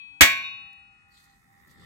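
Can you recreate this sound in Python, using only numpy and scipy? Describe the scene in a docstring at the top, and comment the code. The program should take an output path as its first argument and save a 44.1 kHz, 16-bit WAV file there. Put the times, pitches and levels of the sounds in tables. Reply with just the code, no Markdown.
"""Outdoors under a roof edge, a dried coconut half is slammed on a hollow steel bar lying on concrete.
The bar still rings from a blow before: its modes are decaying sines, muffled by a hand until the shell lifts.
The slam adds struck modes of shell and bar, ground knocks, a crack, a noise crash and a soft push of air.
Later a hand slides and picks up the kernel: noise grains rustle and slips excite resonances. Far crows drone as
throbbing noise over a hoot, faint tones come and go, a breeze rises on the microphone ports over steady hiss."""
import sys
import numpy as np
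from scipy import signal
from scipy.io import wavfile

SR = 44100
rng = np.random.default_rng(int(sys.argv[2]) if len(sys.argv) > 2 else 0)


def magnitude_from_level(level_db):
    """Linear magnitude for a level in decibels (20 dB per decade)."""
    exponent = np.asarray(level_db, float) / 20
    return 10 ** exponent


def bounce(signal):
    """Save signal as a 16-bit WAV file at the path given by the first command-line argument."""
    frames = np.transpose(np.atleast_2d(signal))
    limited = np.clip(frames, -1, 1)
    pcm = np.round(limited * 32767).astype(np.int16)
    wavfile.write(sys.argv[1], SR, pcm)


N = 81585

# In all tables: balance_db is left minus right, lead_rad is how far the left port leads,
# t60_s is the time to fall by 60 dB, likeness is how alike the two ports are (limited to -1..1).

# Steady outdoor floor: pitch_hz, relative_db_per_hz
AIR_COLOUR = [(24, -29), (40, 1.5), (201, -7), (663, -36), (812, -11.5), (880, -27), (1240, -13),
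              (1520, -22.5), (1970, -8.5), (2670, -31.5), (5000, -25), (6500, -55), (11000, -120)]
# Steady microphone hiss, with a bump near 8 kHz: pitch_hz, relative_db_per_hz
HISS_COLOUR = [(2650, -32), (4500, -2), (5630, -8.5), (7900, -1.5), (9980, -8), (10500, -13.5),
               (11400, -13.5), (15600, -20.5)]
# Balance of floor, hiss and rustle: pitch_hz, balance_db
AIR_BALANCE = [(60, 4.5), (110, 9.5), (200, 4), (380, 3.0), (700, -3.5), (1290, -5.5), (2380, 1.5),
               (4400, 0.5), (8120, 0.5), (15000, -7)]
# How alike floor, hiss and rustle are on both ports: pitch_hz, likeness
AIR_LIKENESS = [(60, 1), (130, 1), (290, 0.44), (640, -0.43), (1410, -0.27), (3100, -1.5), (6820, 0.73),
                (15000, -0.55)]
AIR_DB, HISS_DB = -68.5, -81.5

# Pitches of the bar's modes: pitch_hz
BAR_HZ = [1099, 1538, 2275, 2383, 2536, 2692, 2876, 3279, 3497, 3742, 4243, 5812]
# The same bar modes: slam_db, held_t60_s, held_balance_db, lift_gain_db, free_t60_s, free_balance_db,
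# lead_rad, old_ring_start_db, rocking_dip_db (a negative dip is a boost)
BAR_MODES = [(-24.5, 0.73, 3.5, 0, .7, -3, 1.26, -59, 15), (-24.5, 0.6, 5.5, -2, 0.65, 3.5, 1.5, -89.5, 6),
             (-16, 0.25, -0.9, 2, 0.25, 2.5, 0.56, -76.5, 2.5),
             (-20.5, 0.75, 8, 1.5, 0.42, 3.5, 0.52, -71.5, 0),
             (-23, .65, -5, 6.5, 1.34, 13.5, -0.15, -43, 0.5), (-25, 0.62, 0.5, -4, .5, 6, 1.71, -72, 2),
             (-25.5, 0.9, 0.54, 4, 1.05, 1.5, 2.5, -68, 0.5),
             (-23, 0.37, -7, -12.5, 1.3, 10.5, 1.76, -61, 6), (-30.5, 0.55, -3, 2.5, .65, -3.5, -1, -85, 0),
             (-29.5, 0.68, -7.5, 15, 0.67, 0.5, 1.5, -59, 8.5),
             (-38, 0.9, -6, 0.7, 1.05, -6.5, 1.1, -62, -4), (-34, 0.49, 2.5, -0.5, .5, 8, -0.2, -100, 2.5)]
OLD_RING_EXTRA_LEAD_RAD = 2.4
SLAM_S, LIFT_S, LIFT_RISE_S = 0.2081, 0.432, 0.012
ROCKS_PER_S, ROCK_FADE_S = 14.3, 0.28
SWELL_CYCLES = 4.0

# Drone of the crows over time: time_s, relative_db
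CROW_LEVEL = [(0, -80), (.2, -88.5), (.5, -69), (.7, -70), (1.0, -75.5), (1.2, -71.5), (1.42, -76.5),
              (1.6, -68), (1.85, -61.5)]
# Throat resonances of the crows: pitch_hz, width_hz, relative_db
THROATS = [(1180, 420, -5), (1840, 170, -1), (1320, 9.3, -9.5), (1916, 89, -7), (3620, 170, -16)]
THROBS_PER_S = 82
# A far hoot comes and goes: time_s, relative_db
HOOT_LEVEL = [(0, -88), (.09, -101), (.12, -75), (.55, -70.5), (.7, -68), (.96, -72.5), (1.01, -87),
              (1.07, -69), (1.24, -80), (1.3, -68), (1.43, -80), (1.5, -70.5), (1.6, -71.5), (1.68, -84),
              (1.8, -67), (1.85, -73)]
HOOT_HZ, HOOT_WAVER_HZ = 794.3, 4.4

# Breeze over time, before its lumps: time_s, level_db
BREEZE_LEVEL = [(0, -70), (.05, -77.5), (.2, -72.5), (.3, -55.5), (.45, -62.5), (.65, -67), (.8, -73.5),
                (1.0, -71.5), (1.3, -73), (1.45, -70.5), (1.6, -67.5), (1.68, -60.5), (1.74, -63.5),
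                (1.79, -54.5), (1.85, -56)]
BREEZE_LOW_HZ, BREEZE_HIGH_HZ, BREEZE_BALANCE_DB = 54.6, 225, 3.5
BREEZE_SHARED = 0.4  # part of the power that both ports share

# Thin far tones: pitch_hz, level_db, start_s, end_s
FAINT_TONES = [(940, -70, 0.025, 0.3), (1470, -72, 0.12, .2), (283, -67, 0.081, 0.396),
               (1235, -71.5, 0.87, 1.3), (1415, -69.5, 0.79, 1.3), (3070, -66.5, 1.82, 2)]

# Pitches of the struck modes of shell and bar, some beating with the bar's modes above: pitch_hz
STRUCK_HZ = [285, 576, 675, 720, 940, 1300, 1432, 1670, 1708, 1781, 1857, 1906, 1938, 2030, 2133, 2217,
             2568, 3100, 3400, 3784, 867, 1147, 1249, 2372, 790]
# The same struck modes, short and long: level_db, t60_s, balance_db, lead_rad
STRUCK_MODES = [(-18, 0.073, 8, 0.63), (-29, 0.23, -5.5, 1.56), (-38.5, 0.56, -4, 0.47),
                (-26.5, 0.16, -3.5, 2), (-28, 0.16, -0.54, 2.26), (-26.5, 0.21, 0.13, 0.3),
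                (-25, 0.1, 0.65, 2), (-16.5, 0.34, 1.5, 0.46), (-21.5, 0.18, -0.24, 0.9),
                (-21, 0.14, -0.67, 1), (-15.5, 0.36, -6, -2.5), (-17.5, 0.076, 0.57, 4.5),
                (-13, .22, -6.5, -0.8), (-26.5, 0.34, -0.6, 0.87), (-18, 0.59, -0.2, -3.5),
                (-14, 0.46, -3.5, 0.96), (-30.5, 0.97, -6, 2), (-26.5, 0.18, -0.36, 1.44),
                (-25, 0.18, -0.26, 1), (-24, .22, 0.64, -1.1), (-27.5, .15, -3, -0.2), (-27, .26, -2, 0.5),
                (-24.5, .15, -1.5, 1), (-29, 0.73, 2.5, 1), (-37.5, 0.33, -3, 1.8)]
# The ground knocks: pitch_hz, level_db, t60_s, balance_db, lead_rad
GROUND_MODES = [(125, -17.5, .09, 5.5, 2.4), (165, -21, 0.031, 4, 2.2), (234.94, -17.5, 0.041, 9, 1.6),
                (273.7, -40, .45, 3, .6), (476, -19.5, 0.044, -4, 0.93), (620, -22, 0.043, -5, 0.83)]
# Fine upper modes of shell and bar: pitch_hz, relative_db, t60_s before the limit below
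UPPER_MODES = [(3980, -12, 0.57), (4577, -3, 0.28), (4580, -15.5, 0.72), (5700, -3, 0.2),
               (6000, -16.5, 0.25), (6120, -4.5, 0.14), (5920, -6, 0.21), (6620, 2, 0.14),
               (7080, -7.5, 0.72), (7370, -0.5, 0.22), (7610, -4, 0.2), (7881, -3, 0.2), (8650, -12, 0.18),
               (8818, -6, 0.16), (9146, -20.5, 0.18), (9640, -11, 0.1), (10430, -5.5, 0.067),
               (12820, -10, 0.14), (13700, -18, 0.19), (15400, -7, 0.13), (14100, -7, 0.11),
               (16200, -10.5, 0.14), (16100, -18, 0.18), (16000, -14, 0.15)]
UPPER_DB, UPPER_LONGEST_T60_S = -20, 0.27

# The crash of husk, grit and yard echoes: pitch_hz, relative_db_per_hz
CRASH_COLOUR = [(88, -50.5), (150, -20.5), (308, -19.5), (463, -39), (552, -23.5), (897, -20),
                (1010, -20.5), (1070, -17), (1350, -21), (1910, -4), (4010, -17), (5200, -21), (6800, -17),
                (15600, -26)]
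# How fast the crash dies, and the slower echo of the yard: pitch_hz, t60_s
CRASH_T60 = [(130, 0.062), (350, 0.24), (900, 0.16), (2000, 0.15), (4000, .19), (7000, 0.16),
             (11000, 0.079), (16000, 0.2)]
YARD_T60 = [(100, 0.5), (400, 0.24), (1000, 0.69), (2500, .55), (5000, 0.62), (8000, 0.32), (15000, 0.39)]
# Balance of the crash: pitch_hz, balance_db
CRASH_BALANCE = [(60, -1), (110, 1.5), (200, 5.5), (380, 3.5), (700, -7.5), (1290, -2), (2380, 0),
                 (4400, 0.5), (8120, 1), (15000, -12.5)]
# How alike the crash is on both ports: pitch_hz, likeness
CRASH_LIKENESS = [(60, 0.72), (130, 0.78), (290, 0.23), (640, 0.6), (1410, 0.34), (3100, -0.14),
                  (6820, 0.1), (15000, 0.1)]
# How fast the crash builds up: pitch_hz, time_constant_s
CRASH_RISE = [(50, 0.0047), (500, 0.0029), (2000, 0.0062), (16000, 0.00037)]
CRASH_DB = -11  # mean level of the first 50 ms
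YARD_DB = -21  # yard echo against the crash
RATTLE_DB, RATTLE_HZ = 1.8, 260
CRACK_GAIN_DB, CRACK_S = 4.5, 0.011
PUSH_DB, PUSH_HZ, PUSH_S, PUSH_SKEW, PUSH_LEAD_RAD = -16.5, 60, 0.038, 0.7, 2.0

TICK_S, TICK_DB, TICK_HZ, TICK_FADE_S = 0.731, -61.5, 8070, 0.003
# Hand, cloth and feet on grit: time_s, relative_db, balance_db
RUSTLE_LEVEL = [(1.08, -91, -2.0), (1.122, -78, -2), (1.17, -75, 3), (1.224, -74.5, -1.5),
                (1.246, -69, 0.5), (1.292, -82, -0.5), (1.366, -74.5, 0), (1.374, -78, 0),
                (1.536, -79.5, -2), (1.618, -73.5, -1), (1.632, -78, -3), (1.67, -75, -3),
                (1.68, -67.5, -3), (1.694, -73, -2.5), (1.716, -64.5, -0.5), (1.722, -74, -5.5),
                (1.768, -78, -1.0), (1.826, -77, -1.0), (1.84, -69.5, -2.5), (1.85, -74, -2.5)]
# Colour of the rustle: pitch_hz, relative_db_per_hz
RUSTLE_COLOUR = [(2350, -27), (4000, -4.5), (4560, -7), (4940, -2.5), (5890, -8), (7700, 5), (8540, -8),
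                 (12700, -0.5), (15600, -5)]
# Two slides of the kernel on the bar, one list each: time_s, relative_db
SLIDES = [
    [(1.09, -82), (1.124, -66), (1.176, -64.5), (1.214, -66.5), (1.26, -71), (1.414, -80), (1.42, -99.5)],
    [(1.67, -88), (1.712, -68.5), (1.768, -74.5), (1.84, -66.5), (1.85, -69)],
]
# Modes of the slides: pitch_hz, width_hz, first_relative_db, joins_after_s, fade_db_per_s, second_relative_db
SLIDE_MODES = [(3560, 90, -14, 0.08, 20, 0.5), (3722, 150, 0, .05, 45, -0.5),
               (4120, 350, 1.5, 0.041, 0.1, -3.5), (4430, 110, 5.5, 0.007, 68, -5),
               (4730, 340, -15, 0.02, 10, -2.5), (6180, 100, -5, 0.077, -8, -23),
               (6930, 440, -6, 0.03, 10, -11), (7600, 250, -6, 0.024, 30, -4)]
CEILING = 1.0  # full scale of the converter


def secs():
    """Time in seconds at each sample."""
    return np.arange(N) / SR


def rms_one(x):
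    """Scales a sound to an average strength (rms) of 1."""
    return x / np.sqrt(np.mean(x ** 2) + 1e-20)


def in_time(rows, outside=None):
    """Joins the points of a timed table with straight lines, one curve per column."""
    times, *columns = np.transpose(rows)
    return [np.interp(secs(), times, column, outside, outside) for column in columns]


def at_hz(points, hz):
    """Reads a table at a pitch, in straight lines over log pitch."""
    points = np.array(points)
    return np.interp(np.log(hz), np.log(points[:, 0]), points[:, 1])


def panned(balance_db):
    """Left and right gains, half of the balance on each."""
    return magnitude_from_level(np.array([balance_db / 2, -balance_db / 2]).reshape(2, -1))


def drift(rate_hz):
    """Slow random wandering of rms 1: noise through two low-pass poles, made at every 40th sample."""
    r = np.exp(-2 * np.pi * rate_hz * 40 / SR)
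    noise = rng.standard_normal(N // 40 + 2002)
    slow = signal.lfilter([1], [1, -2 * r, r * r], noise)[2000:]
    return np.interp(np.arange(N) / 40, np.arange(len(slow)), rms_one(slow))


def resonate(x, hz, width_hz):
    """A two-pole resonance that rings at one pitch."""
    r = np.exp(-np.pi * width_hz / SR)
    return signal.lfilter([1, 0, -1], [1, -2 * r * np.cos(2 * np.pi * hz / SR), r * r], x)


def tone(hz, lead_rad, start_s):
    """A sine on both ports, the left ahead in phase; it swells in from its start."""
    t = np.maximum(secs() - start_s, 0)
    # the swell's time constant never exceeds that of a 2200 Hz tone
    swell = 1 - np.exp(-t * max(hz, 2200) / SWELL_CYCLES)
    phase = np.array([[lead_rad / 2], [-lead_rad / 2]])
    return swell * np.sin(2 * np.pi * hz * t + phase)


def band_pass(x, low_hz, high_hz):
    """Keeps mostly the sound between two pitches."""
    return signal.sosfilt(signal.butter(2, [low_hz, high_hz], "band", fs=SR, output="sos"), x)


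def bands(colour, balance, likeness, shape, source):
    """Third-octave bands of stereo noise, each with level, balance, likeness and shape(hz) in time."""
    out = 0
    edges = 36 * 2 ** np.arange(0, 9.1, 1 / 3)
    for k, (low, high) in enumerate(zip(edges, edges[1:])):
        hz = np.sqrt(low * high)
        if colour[0][0] <= hz <= colour[-1][0] * 2 ** (1 / 6):
            mid, side = band_pass(source[k % 2], low, high)  # neighbours use different noise
            alike = np.clip(at_hz(likeness, hz), -1, 1)
            both = np.sqrt(1 + alike) * mid + np.sqrt(1 - alike) * side * [[1], [-1]]
            out = out + magnitude_from_level(at_hz(colour, hz)) * panned(at_hz(balance, hz)) * both * shape(hz)
    return out


def steady_noise(colour, level_db):
    """A steady bed of noise whose bands waver slowly and separately."""
    noise = rng.standard_normal((2, 2, N))
    bed = bands(colour, AIR_BALANCE, AIR_LIKENESS, lambda hz: magnitude_from_level(2.0 * drift(14)), noise)
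    return magnitude_from_level(level_db) * rms_one(bed)


def outdoor_floor():
    """The steady sound of the open air."""
    return steady_noise(AIR_COLOUR, AIR_DB)


def microphone_hiss():
    """Steady hiss of the microphone, with a bump near 8 kHz."""
    return steady_noise(HISS_COLOUR, HISS_DB)


def bar():
    """Modes fall at one rate under the hand and another once it lifts; the old ring stops at the slam."""
    since_slam, out = secs() - SLAM_S, 0
    held = np.clip(since_slam, 0, LIFT_S - SLAM_S)
    free = np.maximum(secs() - LIFT_S, 0)
    lifted = np.clip(0.5 + (secs() - LIFT_S) / (2 * LIFT_RISE_S), 0, 1)
    # the freed kernel rocks and touches the bar, less and less
    touch = np.clip(1 + (secs() - LIFT_S) / LIFT_RISE_S, 0, 1) * np.exp(-free / ROCK_FADE_S)
    touch = touch * np.cos(np.pi * ROCKS_PER_S * free) ** 12
    for hz, row in zip(BAR_HZ, BAR_MODES):
        slam_db, held_t60, held_balance, lift_db, free_t60, free_balance, lead, old_db, dip_db = row
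        decay_db = -60 * held / held_t60 - 60 * free / free_t60
        level = magnitude_from_level(slam_db + decay_db + lift_db * lifted - dip_db * touch)
        balance = held_balance + (free_balance - held_balance) * lifted
        out = out + (since_slam > 0) * level * panned(balance) * tone(hz, lead, SLAM_S)
        # the old ring began before time zero, so its swell is already over
        old_ring = panned(free_balance) * tone(hz, lead + OLD_RING_EXTRA_LEAD_RAD, -1)
        out = out + (since_slam <= 0) * magnitude_from_level(old_db - 60 * secs() / free_t60) * old_ring
    return out


def crows():
    """Many far hoarse caws blur into throbbing noise in throat resonances."""
    throb_hz = THROBS_PER_S * (1 + 0.018 * drift(5.5))
    throb = 1 + 0.48 * np.sin(2 * np.pi * np.cumsum(throb_hz) / SR)
    voice = rng.standard_normal((2, N)) * throb * magnitude_from_level(2.0 * drift(5.5))
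    caws = 0
    for hz, width, db in THROATS:
        throat = resonate(resonate(voice, hz, width), hz, 2.2 * width)
        caws = caws + magnitude_from_level(db) * rms_one(throat)
    return magnitude_from_level(in_time(CROW_LEVEL)[0] + 5.5) * rms_one(caws) * panned(-2.5)


def hoot():
    """A far hoot below the caws: a sine whose pitch and level waver."""
    turn = 2 * np.pi * np.cumsum(HOOT_HZ + HOOT_WAVER_HZ * drift(8)) / SR
    voice = np.sin(turn + np.array([[1.7], [0]])) * magnitude_from_level(1.5 * drift(15))
    return magnitude_from_level(in_time(HOOT_LEVEL)[0] + 4.5) * voice * panned(-7.0)


def breeze():
    """Lumpy low noise on the ports, partly shared by both and stronger on the left."""
    shared, *own = band_pass(rng.standard_normal((3, N)), BREEZE_LOW_HZ, BREEZE_HIGH_HZ)
    air = rms_one(np.sqrt(BREEZE_SHARED) * shared + np.sqrt(1 - BREEZE_SHARED) * np.array(own))
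    return magnitude_from_level(in_time(BREEZE_LEVEL)[0] + 0.74 * drift(21)) * air * panned(BREEZE_BALANCE_DB)


def faint_tones():
    """Thin far sines fade in and out over 17 ms."""
    out = 0
    for hz, db, start, end in FAINT_TONES:
        fade = np.clip(np.minimum(secs() - start, end - secs()) / 0.017, 0, 1)
        out = out + magnitude_from_level(db) * fade * tone(hz, 2.1, 0)
    return out


def struck(modes):
    """Sines set off by the slam, each dying at its own rate."""
    t, out = np.maximum(secs() - SLAM_S, 0), 0
    for hz, db, t60, balance, lead in modes:
        out = out + (t > 0) * magnitude_from_level(db - 60 * t / t60) * panned(balance) * tone(hz, lead, SLAM_S)
    return out


def shell_and_bar_modes():
    """Struck modes of shell and bar, short and long, some beating with the bar's modes."""
    return struck([(hz, *row) for hz, row in zip(STRUCK_HZ, STRUCK_MODES)])


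def ground_thump():
    """The ground knocks: low dying modes make a thud."""
    return struck(GROUND_MODES)


def upper_modes():
    """Fine high modes of shell and bar, each with a random balance and lead."""
    chances = rng.uniform(-1.3, 1, (len(UPPER_MODES), 2))
    return struck([(hz, db + UPPER_DB, min(t60, UPPER_LONGEST_T60_S), 5.2 * a, np.pi * b)
                   for (hz, db, t60), (a, b) in zip(UPPER_MODES, chances)])


def crash():
    """Rattling noise of husk and grit that dies band by band into the slower echo of the yard."""
    t = np.maximum(secs() - SLAM_S, 0)

    def dying(hz):
        rise = 1 - np.exp(-t / at_hz(CRASH_RISE, hz))
        direct = magnitude_from_level(-60 * t / at_hz(CRASH_T60, hz))
        yard = magnitude_from_level(YARD_DB - 60 * t / at_hz(YARD_T60, hz))
        return rise * (direct + yard)

    rattle = rng.standard_normal((2, 2, N)) * magnitude_from_level(RATTLE_DB * drift(RATTLE_HZ))
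    noise = bands(CRASH_COLOUR, CRASH_BALANCE, CRASH_LIKENESS, dying, rattle)
    onset = noise[:, t > 0][:, :SR // 20]
    return magnitude_from_level(CRASH_DB) * noise / np.sqrt(np.mean(onset ** 2))


def crack():
    """A very short burst of noise in the middle pitches."""
    t = np.maximum(secs() - SLAM_S, 0)
    burst = (t > 0) * np.exp(-t / CRACK_S) * rng.standard_normal((2, N))
    return magnitude_from_level(CRACK_GAIN_DB) * band_pass(burst + 1e-18, 1100, 3600)


def push():
    """Air squeezed from under the shell: one soft low swell."""
    share = np.clip((secs() - SLAM_S) / PUSH_S, 0, 1)
    swell = np.sin(np.pi * share ** PUSH_SKEW) ** 2
    return magnitude_from_level(PUSH_DB) * swell * tone(PUSH_HZ, PUSH_LEAD_RAD, SLAM_S)


def crumb_tick():
    """One crumb ticks: resonant noise that dies in a few milliseconds."""
    t = np.maximum(secs() - TICK_S, 0)
    noise = rms_one(resonate(rng.standard_normal((2, N)), TICK_HZ, 5000))
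    return magnitude_from_level(TICK_DB) * noise * (t > 0) * np.exp(-t / TICK_FADE_S)


def rustle():
    """Hand, cloth and feet on grit: clumped fine grains of noise."""
    db, balance = in_time(RUSTLE_LEVEL)
    grains = rng.standard_normal((2, 2, N)) * magnitude_from_level(1.2 * drift(80))
    noise = bands(RUSTLE_COLOUR, AIR_BALANCE, AIR_LIKENESS, lambda hz: magnitude_from_level(1.8 * drift(16)), grains)
    return magnitude_from_level(db + 4.0) * (secs() > RUSTLE_LEVEL[0][0]) * panned(balance) * rms_one(noise)


def kernel_slide():
    """The kernel slides on the bar: dense slips excite modes that join, then change level, in turn."""
    slips = rng.standard_normal((2, N)) * magnitude_from_level(2.0 * drift(70))
    first, second = [magnitude_from_level(in_time(slide, -150)[0]) for slide in SLIDES]
    since_first, out = secs() - SLIDES[0][0][0], 0
    for hz, width, first_db, late, fade, second_db in SLIDE_MODES:
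        ringing = magnitude_from_level(2.0 * drift(10) - 3.5) * rms_one(resonate(slips, hz, width))
        since_join = since_first - late
        joined = np.clip(since_join / 0.021, 0, 1)
        first_part = magnitude_from_level(first_db - fade * np.clip(since_join, 0, 0.3)) * first * joined
        out = out + ringing * (first_part + magnitude_from_level(second_db) * second)
    return out


def scene():
    """All sources over the steady outdoor floor and microphone hiss."""
    background = outdoor_floor() + microphone_hiss()
    far = crows() + hoot() + faint_tones()
    slam = bar() + shell_and_bar_modes() + ground_thump() + upper_modes() + crash() + crack() + push()
    handling = crumb_tick() + rustle() + kernel_slide()
    return background + far + breeze() + slam + handling


def top_cut(x):
    """Nothing passes above the cut-off."""
    return signal.sosfilt(signal.butter(12, 15770, fs=SR, output="sos"), x)


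def record(dry):
    """Deep rumble is filtered off below 40 Hz; the slam overloads the converter, which clips it."""
    low_cut = signal.butter(2, 40, "high", fs=SR, output="sos")
    mix = np.clip(signal.sosfilt(low_cut, dry), -CEILING, CEILING)
    return top_cut(mix)


dry = scene()
out = record(dry)
bounce(out)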